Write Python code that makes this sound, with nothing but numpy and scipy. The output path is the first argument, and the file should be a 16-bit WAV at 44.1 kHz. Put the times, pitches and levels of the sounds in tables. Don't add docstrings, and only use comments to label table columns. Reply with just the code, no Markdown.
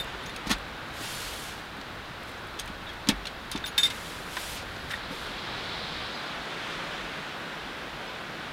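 import sys
import numpy as np
from scipy import signal
from scipy.fft import rfft, irfft
from scipy.io import wavfile
from scipy.ndimage import uniform_filter1d

SR = 44100
rng = np.random.default_rng(int(sys.argv[2]) if len(sys.argv) > 2 else 0)


def wav_out(sig):
    wavfile.write(sys.argv[1], SR, np.round(np.clip(np.atleast_2d(sig).T, -1, 1) * 32767).astype(np.int16))


def invert_db(x):
    u = np.asarray(x, float) / 20
    return 10 ** u


N = 375776

# frequency in Hz, level in dB per Hz.
ROAR_SPECTRUM = [(60, -44), (100, -23), (140, 6), (190, 0), (430, -1), (600, -1), (1000, -1), (1300, -0.5),
                 (1500, 1), (1750, -2.5), (2100, -5.5), (3200, -11.5), (6000, -37)]
# frequency in Hz, level in dB per Hz.
LEAF_SPECTRUM = [(1060, -13), (1800, -4), (2110, -4), (2210, -3), (3530, -3), (4240, -10), (11000, -31.5),
                 (14300, -62), (22000, -120)]
# frequency in Hz, level in dB per Hz.
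RUMBLE_SPECTRUM = [(12, -34), (20, -3.5), (49, 5), (130, -1), (148, -15), (194, -14), (200, -26),
                   (260, -45), (440, -120)]
# frequency in Hz, level in dB per Hz.
DRAUGHT_SPECTRUM = [(2500, -38), (3300, -3), (3900, -0.5), (4500, -6.5), (5200, -11.5), (6500, -37)]
# time in seconds, gust strength in dB.
GUSTS = [(0, 4.5), (.66, 0), (1.21, 2), (1.54, -2), (2.28, -1.5), (3.4, -2), (3.89, 1.5), (4.32, 0),
         (4.86, 1), (5.58, 7.5), (6.0, 6.5), (6.38, 6.5), (6.71, 10), (7.31, 5.5), (7.92, 3.5), (8.52, 4)]
ROAR_DB, ROAR_SHARE, LEAVES_DB, LEAVES_SHARE = -40.5, 0.4, -49.5, 0.99
RUMBLE_DB, RUMBLE_SHARE, DRAUGHT_DB, DRAUGHT_SHARE = -49, 0.32, -52.5, 0.064
OUTSIDE_S, STEP_S, OUTSIDE_DB = 6.05, 0.052, -9.5
# start, attack, hold, release in seconds, gain in dB.
PULL = (4.54, 1.13, 0.39, 0.59, 10.2)

# frequency in Hz, level in dB per Hz.
HISS_SPECTRUM = [(3240, -30), (5500, -3), (7920, -7), (15100, -10.5), (16100, -14), (16400, -31)]
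HISS_DB = -61.5

LATCH_HZ = [3623, 7639, 7736, 10433, 13604, 14795, 15155]
# level in dB, free t60 in seconds, touched t60 in seconds.
LATCH_MODES = [(0, 0.19, 0.019), (-6, .25, .07), (-3, 0.34, 0.091), (-1.5, 0.22, 0.062), (0, .1, .05),
               (-4, .1, .05), (-1, .06, .04)]
# dB of the 3.6 kHz, 7.7 kHz, 10 kHz and top modes.
FLAT = (1.5, -32, -32, -35)
EDGE = (0, -31, -11, -31)
FULL = (0.5, -20.5, -17.5, -27)
SIDE_ON = (-0.5, -26, -29, -24)
TIP = (-2, -25, 0, -4)
CATCH = (-2, -10, -13, -30)
# time in seconds, blow in dB, seconds until touched.
BAR_HITS = [
    (FLAT, [(.016, -38, .014), (.284, -44, .025), (.075, -44, .03), (.262, -48, .04), (3.6405, -29.5, 0.013), (3.659, -45, 0.02), (3.815, -35, 0.01), (3.827, -27, .005), (3.901, -36, .018)]),
    (EDGE, [(.234, -41, .01), (.295, -43, .008), (3.515, -40, .06)]),
    (FULL, [(0, -26.5, 0.013), (3.8323, -14.5, .033)]),
    (SIDE_ON, [(3.779, -14.5, 0.032), (3.8452, -18.5, 0.021)]),
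    (TIP, [(3.646, -51, .012), (3.667, -38.5, 0.022)]),
    (CATCH, [(.545, -48, .015), (3.868, -33, 0.03)]),
]
HANDLE_HZ = [1663, 2080, 2234, 2595, 3278, 4371, 4851, 4908, 5534, 6742, 10977, 11730, 12400]
# level in dB, free t60 in seconds, touched t60 in seconds.
HANDLE_MODES = [(-7, 0.18, .05), (-14, 0.23, 0.074), (-3, 0.092, 0.044), (-3, .1, .05), (-8, .1, .05),
                (-14, .1, .05), (-5, 0.19, .06), (-8, .15, .06), (-9, 0.17, .08), (2, 0.98, .04),
                (-3, 0.29, .06), (-11, .3, .06), (-3, .12, .06)]
# dB of the modes under 4 kHz, under 6 kHz, at 6.7 kHz and above.
SWUNG = (0, -10, -32, -8)
JOLTED = (0, 3, -26, -20)
NUDGED = (-1, -16, -25, -30)
LOOP = (-20, -20, -1, -16)
RIM = (-6, 2, -8, -2)
# time in seconds, blow in dB, seconds until touched.
HANDLE_HITS = [
    (SWUNG, [(3.64, -53, .008), (3.7785, -25.5, .065)]),
    (JOLTED, [(3.8333, -32.5, 0.051)]),
    (NUDGED, [(2.893, -47, .015), (3.85, -39, 0.018), (3.901, -37, .02)]),
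    (LOOP, [(.018, -56, .01), (.075, -61, .03), (3.6755, -48, 0.018), (3.78, -39.5, 0.048), (3.8333, -41, .024)]),
    (RIM, [(0, -48, .015), (.27, -62, .02)]),
]

# time in seconds,
# frequency in Hz, level in dB, t60 in seconds.
PINGS = [(.495, 1050, -35, .05), (.5075, 1790, -23, .04), (0.5114, 1930, -22, .05),
         (0.5135, 3360, -23, 0.046), (.5165, 4100, -26, .04), (.524, 3790, -29, .05),
         (.5245, 1410, -28, 0.042), (.535, 3600, -32, .04), (1.024, 2700, -32, .02),
         (1.024, 1900, -31, .02), (1.2875, 2600, -20, .003), (.3615, 8700, -38, .02),
         (.362, 2600, -33, .03), (2.591, 3420, -32, .03), (2.595, 3180, -28, .02), (2.676, 6800, -47, .015),
         (2.8915, 3270, -29, .02), (3.088, 7600, -19, .02), (3.088, 3870, -15, .012),
         (3.0892, 3210, -14, 0.024), (3.092, 524, -32, .1), (3.11, 560, -33, 0.066),
         (3.0915, 1805, -28, 0.079), (3.094, 3770, -25, 0.062), (3.095, 4160, -26, .05),
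         (3.096, 894, -32, 0.088), (3.1, 2640, -30, .09), (3.105, 3350, -33, 0.073),
         (3.111, 2280, -34, 0.087), (3.2538, 3620, -22, .012), (3.2553, 2800, -21, .012),
         (3.2692, 4130, -19.5, .012), (3.27, 9900, -44, 0.022), (3.2722, 3400, -32, .04),
         (3.5148, 3940, -30, 0.032), (3.515, 10200, -33, .03), (3.516, 3100, -36, .04),
         (3.5585, 4300, -31, .015), (3.561, 3570, -34, .05), (3.641, 1520, -18, .01),
         (3.641, 3500, -27, .012), (3.6455, 1550, -25, .01), (3.6755, 3500, -29, .02),
         (4.9042, 1700, -22, .012), (4.9085, 5300, -39, .05), (4.9135, 1800, -20, .012),
         (4.9345, 3620, -25, .025), (5.124, 513, -32, 0.065),
         (.0425, 8600, -48, .012), (.0425, 10300, -51, .012), (.361, 9850, -40, .02),
           (.515, 6400, -30, .025), (.5365, 3300, -30, .02), (3.0882, 4900, -21, .025),
           (3.0882, 5600, -32, .025), (3.0884, 6500, -24, .025), (3.0905, 2675, -24, .04),
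           (3.106, 3380, -27, 0.027), (3.7788, 5600, -25, .03), (3.7792, 4900, -26, .03),
           (3.781, 1670, -28.5, .05), (3.8318, 5000, -24, .02), (3.834, 2190, -26, .03),
           (3.783, 5300, -30, .03), (3.836, 4600, -32, .04), (3.866, 5200, -36, .03),
           (3.865, 2100, -31, 0.013), (3.902, 3100, -32, .04), (3.907, 3900, -34, .04),
           (3.912, 2900, -34, .03), (4.9183, 1800, -27, .01), (4.925, 1900, -29, .015),
           (4.936, 1850, -24, .01), (4.9455, 1900, -32, .015), (4.957, 3500, -36, .03),
           (2.596, 14000, -42, .02), (2.597, 12500, -43, .025), (2.599, 8000, -40, .025),
           (2.598, 7000, -41, .03), (2.934, 11500, -50, .008), (2.934, 14000, -51, .008),
           (3.514, 13000, -36, .015), (3.514, 14900, -40, .015), (3.525, 15000, -44, .025),
           (3.5145, 10900, -39, .04), (3.536, 3630, -36, .05), (3.575, 6000, -39, .015),
           (3.667, 15000, -38, .03), (3.6765, 3600, -31, .012), (3.684, 1500, -35, .05),
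           (1.135, 3200, -26, .004), (1.288, 4500, -27, .004)]
# time in seconds, frequency in Hz, level in dB, seconds until caught.
RINGS = [(0, 12400, -54, .035), (0, 15155, -54, .015), (.263, 6780, -54, .045), (.263, 14800, -59, .025),
         (.27, 11730, -63, .02), (2.865, 3710, -39, .006), (2.866, 3410, -41, .014),
         (2.873, 3710, -39, .007), (2.882, 3720, -42, .006), (2.89, 1750, -41, .012),
         (2.8975, 3300, -36, .0073), (3.6495, 7700, -46, .011), (3.7795, 7728, -35, .043),
         (3.7795, 4387, -34, .02), (3.78, 3100, -34, .02), (3.834, 5534, -41, .035),
         (3.855, 2110, -31, .012), (3.868, 3850, -38, .02), (3.906, 2095, -37, .011),
         (4.943, 1900, -36, .012), (4.933, 3600, -41, .03)]
PING_RISE_S, RING_T60_S, CAUGHT_T60_S = 0.00096, 0.25, 0.015

# frequency in Hz, level in dB per Hz.
SHEET_SPECTRUM = [(290, -37), (500, 2), (919, -13), (1190, -5), (1870, -5), (2850, -9), (3340, -3),
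                  (6510, -12), (7100, -15.5), (9630, -16.5), (16000, -26)]
# lowest ringing frequency in Hz, tilt in dB per octave, rub in seconds.
SPECK = (8200, 2, 0.0033)
SCRAPE = (570, -1.5, 0.01)
SNAP = (2450, -0.5, 0.0012)
TAP = (2400, -4, 0.0015)
SLAP = (1560, 0.9, 0.0046)
PLASTIC = (1780, -12, 0.0052)
SLAM = (2700, -0.45, 0.0025)
# time in seconds, blow in dB, t60 in seconds.
SPECKS = [(.043, -51, .008), (.345, -60, .02), (.583, -54, .02), (.885, -59, .02), (1.767, -60, .02),
          (2.232, -54, .03), (2.29, -57, .04), (2.315, -58, .02), (2.47, -57, .06), (2.574, -66, .03),
          (2.676, -57, .015), (2.657, -52, 0.05), (3.527, -54, 0.026), (2.692, -63, .02),
          (2.934, -58, .015)]
# time in seconds, blow in dB, t60 in seconds.
SCRAPES = [(.46, -47, .05), (0.469, -36.5, 0.1), (.4945, -33, 0.083), (.503, -27, 0.054), (.526, -34, 0.08),
           (3.091, -28.5, 0.11), (4.43, -42, .04), (5.112, -50, .04)]
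# time in seconds, blow in dB, t60 in seconds.
SNAPS = [(.26, -41, 0.066), (.295, -43, .04), (.362, -36.5, .04), (2.596, -38, 0.13), (3.5142, -33, 0.14),
         (3.6595, -34.5, 0.096)]
# time in seconds, blow in dB, t60 in seconds.
TAPS = [(1.813, -41, .03), (2.376, -54, .03), (2.59, -37, 0.037), (2.891, -43.5, .1), (3.071, -35.5, 0.068),
        (3.0875, -22.5, 0.014), (3.2545, -37.5, 0.06), (3.2698, -35.5, 0.086), (3.526, -50, .08),
        (3.558, -35, 0.082), (3.575, -37, .06), (2.676, -38.5, 0.054), (3.676, -39, .07),
        (4.764, -45, 0.033)]
# time in seconds, blow in dB, t60 in seconds.
SLAPS = [(.512, -27, 0.11), (3.7787, -24.5, .06), (3.797, -37, .06), (3.81, -37, .06), (3.8318, -29, 0.075),
         (3.853, -34, .07), (3.866, -35, 0.087), (3.901, -36, 0.11)]
# time in seconds, blow in dB, t60 in seconds.
KNUCKLES = [(3.64, -39, 0.015), (4.368, -30.5, .03), (4.908, -35, .08), (4.918, -39, 0.078),
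            (4.935, -39, 0.086)]
# time in seconds, blow in dB, t60 in seconds.
SLAMS = [
    (3.088, -23.5, 0.055),
]
# time in seconds, blow in dB, t60
# in seconds.
QUICK_SPECKS = [(4.909, -55, .02), (4.914, -51, .02), (4.919, -52, .02), (4.924, -52, .012), (4.941, -58, .015)]

# frequency in Hz, level in dB, t60 in seconds.
HINGE_MODES = [(3420, -31, 0.11), (3537, -22, 5.0), (3910, -3, 0.05), (4700, -23, 0.85), (6100, -2, 0.039),
               (6570, -2, 0.11), (8170, -9, 0.043), (9070, -9.5, 0.093), (9500, -5, 0.029),
               (11400, -4.5, 0.048), (13670, -17, 0.042), (13980, -23, 0.076)]
# time in seconds, dB of the modes under 5 kHz, under 8 kHz, under 11 kHz and above.
TICKS = [(.262, -60, -43, -52, -65), (.361, -45, -45, -44, -55), (2.376, -65, -53, -65, -65),
         (2.595, -32, -35, -29, -36), (3.0882, -36, -35, -23.5, -30), (3.2715, -42, -55, -50, -60),
         (3.5145, -40, -40, -35, -38), (.513, -36, -28, -29, -42)]
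# frequency in Hz, level in dB, t60 in seconds.
LIGHTER_MODES = [(1010, -2, 0.05), (1850, -1, 0.012)]
# time in seconds, dB of the modes under 1.3 kHz and above.
KNOCKS = [(4.369, -25, -19), (4.9403, -45, -15)]

# frequency in Hz, level in dB, t60 in seconds.
BOX_MODES = [(47.5, -27, 0.93), (181, -52, 0.11), (216, 0, 0.056), (267.6, 5.5, 0.035), (381, -16, 0.1),
             (890, -14.5, 0.068), (1120, -14.5, 0.056)]
# time in seconds, push in dB, tilt in dB per octave.
THUMPS = [(0.468, -23.5, -6.5), (0.4984, -25, -1), (.501, -28, -3), (0.5055, -25, -4), (0.5099, -19, -1),
          (.519, -29, -2), (.526, -30, -2), (0.546, -43, 1), (0.939, -45, 7), (1.01, -35, 3),
          (1.785, -33, 0), (2.698, -29.5, -5), (3.071, -32, 10), (3.085, -19, 1), (3.0892, -13.5, 0.5),
          (3.0985, -30, -6.5), (3.117, -30, -10), (3.124, -28, -4), (3.14, -38, -9.5), (3.5503, -23.5, 6),
          (3.783, -38.5, 17), (5.108, -32.5, 9), (5.129, -34, 7), (5.306, -40, 19), (7.92, -43, -11)]

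# time in seconds, peak in dB.
CRACKS = [(.5155, -14), (2.5976, -19), (3.0878, -4), (3.2695, -32), (3.559, -30), (3.6415, -40),
          (3.66, -30), (4.3685, -23), (4.9138, -27)]
CRACK_HZ, CRACK_T60_S = 5600, 0.0012

# frequency in Hz, level in dB per Hz.
NYLON_SPECTRUM = [(1180, -13), (2000, -4), (3540, 1), (3970, -2.5), (4300, -1.5), (5850, -5), (11300, -8.5),
                  (15750, -17.5), (16400, -36)]
# start, attack, hold and release in seconds, level in dB.
SWISHES = [(0.883, 0.064, 0.14, 0.3, -59), (1.104, 0.12, .02, 0.17, -58), (0.928, 0.1, 0.47, 0.27, -51.5),
           (2.198, 0.087, .06, .06, -63), (3.878, 0.046, 0.22, 0.58, -55), (4.224, 0.19, 0.17, .06, -50),
           (4.267, 0.061, 0.066, .05, -64), (4.56, .02, 0.05, 0.015, -58), (4.6, 0.03, 0.27, 0.038, -66),
           (4.885, .025, 0.016, 0.02, -53), (4.93, .01, 0.035, .08, -56), (5.085, .035, 0.15, 0.27, -59)]
REST_DB = -21
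DULL_HZ, DULL_LEAD_S, DULL_BLUR_S = 6500, 0.045, 0.04
# start, attack, hold, release in seconds, level in dB.
FOLD = (1.0, 0.08, 0.2, 0.07, -52)
FOLD_FROM_HZ, FOLD_OCTAVES_PER_S, FOLD_WIDTH_HZ = 2500, 3.25, 360

# time in seconds, low edge in Hz, high edge in Hz, level in dB.
FLECKS = [(1.1639, 5680, 6890, -54), (1.1639, 11710, 13780, -57), (1.3264, 14470, 15850, -62),
          (1.3961, 6890, 8270, -55), (1.3961, 12400, 14470, -61), (2.441, 4650, 5680, -65),
          (2.9982, 6200, 7580, -70), (4.0896, 8960, 10340, -60), (4.0896, 13780, 15160, -69),
          (4.2057, 6890, 8960, -63), (4.5075, 6890, 8270, -55), (4.5075, 8960, 10340, -57),
          (4.8094, 4200, 5170, -56), (6.1561, 4200, 5170, -49), (6.1561, 8270, 9650, -69),
          (6.2722, 4200, 5170, -54), (6.2722, 8270, 9650, -70), (8.0834, 4200, 5680, -55)]


def evened(x):
    return x / np.sqrt(np.mean(x ** 2) + 1e-20)


def add(mix, s, sound):
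    part = mix[max(round(s * SR), 0):][:len(sound)]
    part += sound[:len(part)]


def stroke(start_s, attack_s, hold_s, release_s):
    corners_s = np.cumsum([start_s, attack_s, hold_s, release_s])
    return np.interp(np.arange(N) / SR, corners_s, [0, 1, 1, 0])


def noise(spectrum, patchy_db, size=1024):
    frames, hz = 4 * N // size + 5, np.fft.rfftfreq(size, 1 / SR)
    real, imag, patches = rng.standard_normal((frames, len(hz), 3)).T
    patches = uniform_filter1d(patches, size=12, axis=0)
    patches = evened(uniform_filter1d(patches, size=14, axis=1))
    f, db = np.transpose(spectrum)
    colour_db = np.interp(np.log(hz + 1), np.log(f + 1), db, left=-90, right=-90)
    z = (real + 1j * imag) * invert_db(colour_db[:, None] + patchy_db * patches)
    return evened(signal.istft(z, nperseg=size, noverlap=size * 3 // 4)[1][:N])


def steel(modes_hz, modes, edges_hz, strikes):
    out, t, hz = np.zeros(N), np.arange(SR // 4) / SR, np.array(modes_hz)[:, None]
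    db, free_t60, held_t60 = np.transpose(modes)[:, :, None]
    group = np.searchsorted(edges_hz, hz)
    rise = 1 - np.exp(-t / 0.00036)
    for s, *group_db, free_s in strikes:
        free_loss = np.minimum(t, free_s) / free_t60
        held_loss = np.maximum(t - free_s, 0) / held_t60
        level_db = db + np.array(group_db)[group] - 60 * (free_loss + held_loss)
        ringing = invert_db(level_db) * np.sin(2 * np.pi * hz * t)
        add(out, s, ringing.sum(axis=0) * rise)
    return out


def spotted(groups):
    return [(s, *(db + np.array(spot)), free_s) for spot, rows in groups for s, db, free_s in rows]


def clamped(modes, edges_hz, strikes):
    hz, db, t60 = np.transpose(modes)
    t60 = np.clip(t60, 0.01, 0.07)
    return steel(hz, np.transpose([db, t60, t60]), edges_hz, [(*row, 0) for row in strikes])


def wind():
    gust_db = np.interp(np.arange(N) / SR, *np.transpose(GUSTS))
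    *pull, pull_db = PULL
    outside_db = OUTSIDE_DB * stroke(OUTSIDE_S, STEP_S, N, 1)
    roar_db = ROAR_DB + ROAR_SHARE * gust_db
    leaves_db = LEAVES_DB + LEAVES_SHARE * gust_db
    rumble_db = RUMBLE_DB + RUMBLE_SHARE * gust_db + outside_db
    draught_db = DRAUGHT_DB + DRAUGHT_SHARE * gust_db + pull_db * stroke(*pull)
    roar = invert_db(roar_db) * noise(ROAR_SPECTRUM, 0.33)
    leaves = invert_db(leaves_db) * noise(LEAF_SPECTRUM, 0.85)
    rumble = invert_db(rumble_db) * noise(RUMBLE_SPECTRUM, 2.5, size=4096)
    draught = invert_db(draught_db) * noise(DRAUGHT_SPECTRUM, 0.49)
    return roar + leaves + rumble + draught


def microphone_hiss():
    return invert_db(HISS_DB) * noise(HISS_SPECTRUM, 0.6)


def latch():
    bar = steel(LATCH_HZ, LATCH_MODES, [6000, 9000, 12000], spotted(BAR_HITS))
    handle = steel(HANDLE_HZ, HANDLE_MODES, [4000, 6000, 9000], spotted(HANDLE_HITS))
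    return bar + handle


def pings():
    out, t = np.zeros(N), np.arange(5000) / SR
    rise = 1 - np.exp(-t / PING_RISE_S)
    rows = [(*row, 1) for row in PINGS]
    rows += [(s, hz, db, RING_T60_S, free_s) for s, hz, db, free_s in RINGS]
    for s, hz, db, t60, free_s in rows:
        lost_db = 60 * (t / t60 + np.maximum(t - free_s, 0) / CAUGHT_T60_S)
        add(out, s, invert_db(db - lost_db) * np.sin(2 * np.pi * hz * t) * rise)
    return out


def sheet_contact(blow_db, t60, low_hz, tilt_db, rub_s):
    t = np.arange(6000) / SR
    hz, frames_s, z = signal.stft(rng.standard_normal(len(t)), SR, nperseg=128, noverlap=112)
    hz = hz[:, None]
    f, db = np.transpose(SHEET_SPECTRUM)
    octaves = np.log2((hz + 50) / low_hz)
    colour_db = tilt_db * np.maximum(octaves, 0) + 18 * np.minimum(octaves, 0)
    colour_db = colour_db + np.interp(np.log(hz + 1), np.log(f), db, right=-60)
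    life_s = t60 * np.clip(hz / 4000, 0.3, 4) ** -0.5
    lost_db = 60 * np.maximum(frames_s - rub_s, 0) / life_s
    wash = signal.istft(z * invert_db(colour_db - lost_db), SR, nperseg=128, noverlap=112)[1]
    rise = np.minimum(t / (0.043 * rub_s + 1e-4), 1)
    return invert_db(blow_db) * rise * wash[:len(t)] / np.std(wash[:round((rub_s + 0.002) * SR)])


def door():
    out = np.zeros(N)
    kinds = [(SLAM, SLAMS), (SPECK, SPECKS), (SCRAPE, SCRAPES), (SNAP, SNAPS), (TAP, TAPS),
             (SLAP, SLAPS), (PLASTIC, KNUCKLES), (SPECK, QUICK_SPECKS)]
    for kind, rows in kinds:
        for s, blow_db, t60 in rows:
            add(out, s, sheet_contact(blow_db, t60, *kind))
    return out


def hinge():
    return clamped(HINGE_MODES, [5000, 8000, 11000], TICKS)


def firebox():
    out, t = np.zeros(N), np.arange(SR // 3) / SR
    hz, db, t60 = np.transpose(BOX_MODES)[:, :, None]
    octaves = np.log2(np.minimum(hz, 400) / 205)
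    push = np.sin(np.pi / 2 * np.minimum(t / 0.005, 1)) ** 2
    for s, push_db, tilt_db in THUMPS:
        level_db = db + push_db + tilt_db * octaves - 60 * t / t60
        modes = invert_db(level_db) * np.sin(2 * np.pi * hz * t)
        add(out, s, modes.sum(axis=0) * push)
    return out


def cracks():
    out, t = np.zeros(N), np.arange(200) / SR
    for s, db in CRACKS:
        add(out, s, invert_db(db - 60 * t / CRACK_T60_S) * np.sin(2 * np.pi * CRACK_HZ * t))
    return out


def sleeves():
    level = np.zeros(N)
    for *shape, db in SWISHES:
        level += invert_db(db) * (invert_db(REST_DB * (1 - stroke(*shape))) - invert_db(REST_DB))
    ahead = uniform_filter1d(np.roll(level, -round(DULL_LEAD_S * SR)), round(DULL_BLUR_S * SR))
    catching = evened(uniform_filter1d(rng.standard_normal(N), size=250))
    weave = noise(NYLON_SPECTRUM, 0.6, size=512)
    dull = signal.sosfiltfilt(signal.butter(2, DULL_HZ, fs=SR, output="sos"), weave)
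    rubbing = level * dull + np.minimum(level, ahead) * (weave - dull)
    return invert_db(9.5) * invert_db(0.79 * catching) * rubbing


def fold():
    *shape, db = FOLD
    t = np.clip(np.arange(N) / SR - shape[0], 0, 0.5)
    hz = FOLD_FROM_HZ * 2 ** (FOLD_OCTAVES_PER_S * t)
    turn = np.exp(2j * np.pi * np.cumsum(hz) / SR)
    lowpass = signal.butter(2, FOLD_WIDTH_HZ / 2, fs=SR, output="sos")
    fuzz = signal.sosfilt(lowpass, rng.standard_normal((2, N)))
    return invert_db(db) * stroke(*shape) * evened(fuzz[0] * turn.real + fuzz[1] * turn.imag)


def flecks():
    size = 1600
    out, hz = np.zeros(N), np.fft.rfftfreq(size, 1 / SR)
    for s, low_hz, high_hz, db in FLECKS:
        band = rfft(rng.standard_normal(size)) * (hz > low_hz) * (hz < high_hz)
        add(out, s - size / 2 / SR, invert_db(db + 2.5) * np.hanning(size) * evened(irfft(band)))
    return out


def lighter():
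    return clamped(LIGHTER_MODES, [1300], KNOCKS)


def scene():
    air = wind() + microphone_hiss()
    stove = latch() + pings() + door() + hinge() + firebox() + cracks()
    mono = air + stove + sleeves() + fold() + lighter()
    return np.array([mono, mono])


def low_pass(x):
    return signal.sosfilt(signal.butter(12, 15850, fs=SR, output="sos"), x)


def record(dry):
    white = invert_db(-76.5) * rng.standard_normal(N)
    bass = invert_db(-83) * noise(RUMBLE_SPECTRUM, 1.5)
    unlike = white + bass + flecks()
    return low_pass(dry + unlike * [[1], [-1]])


dry = scene()
out = record(dry)
wav_out(out)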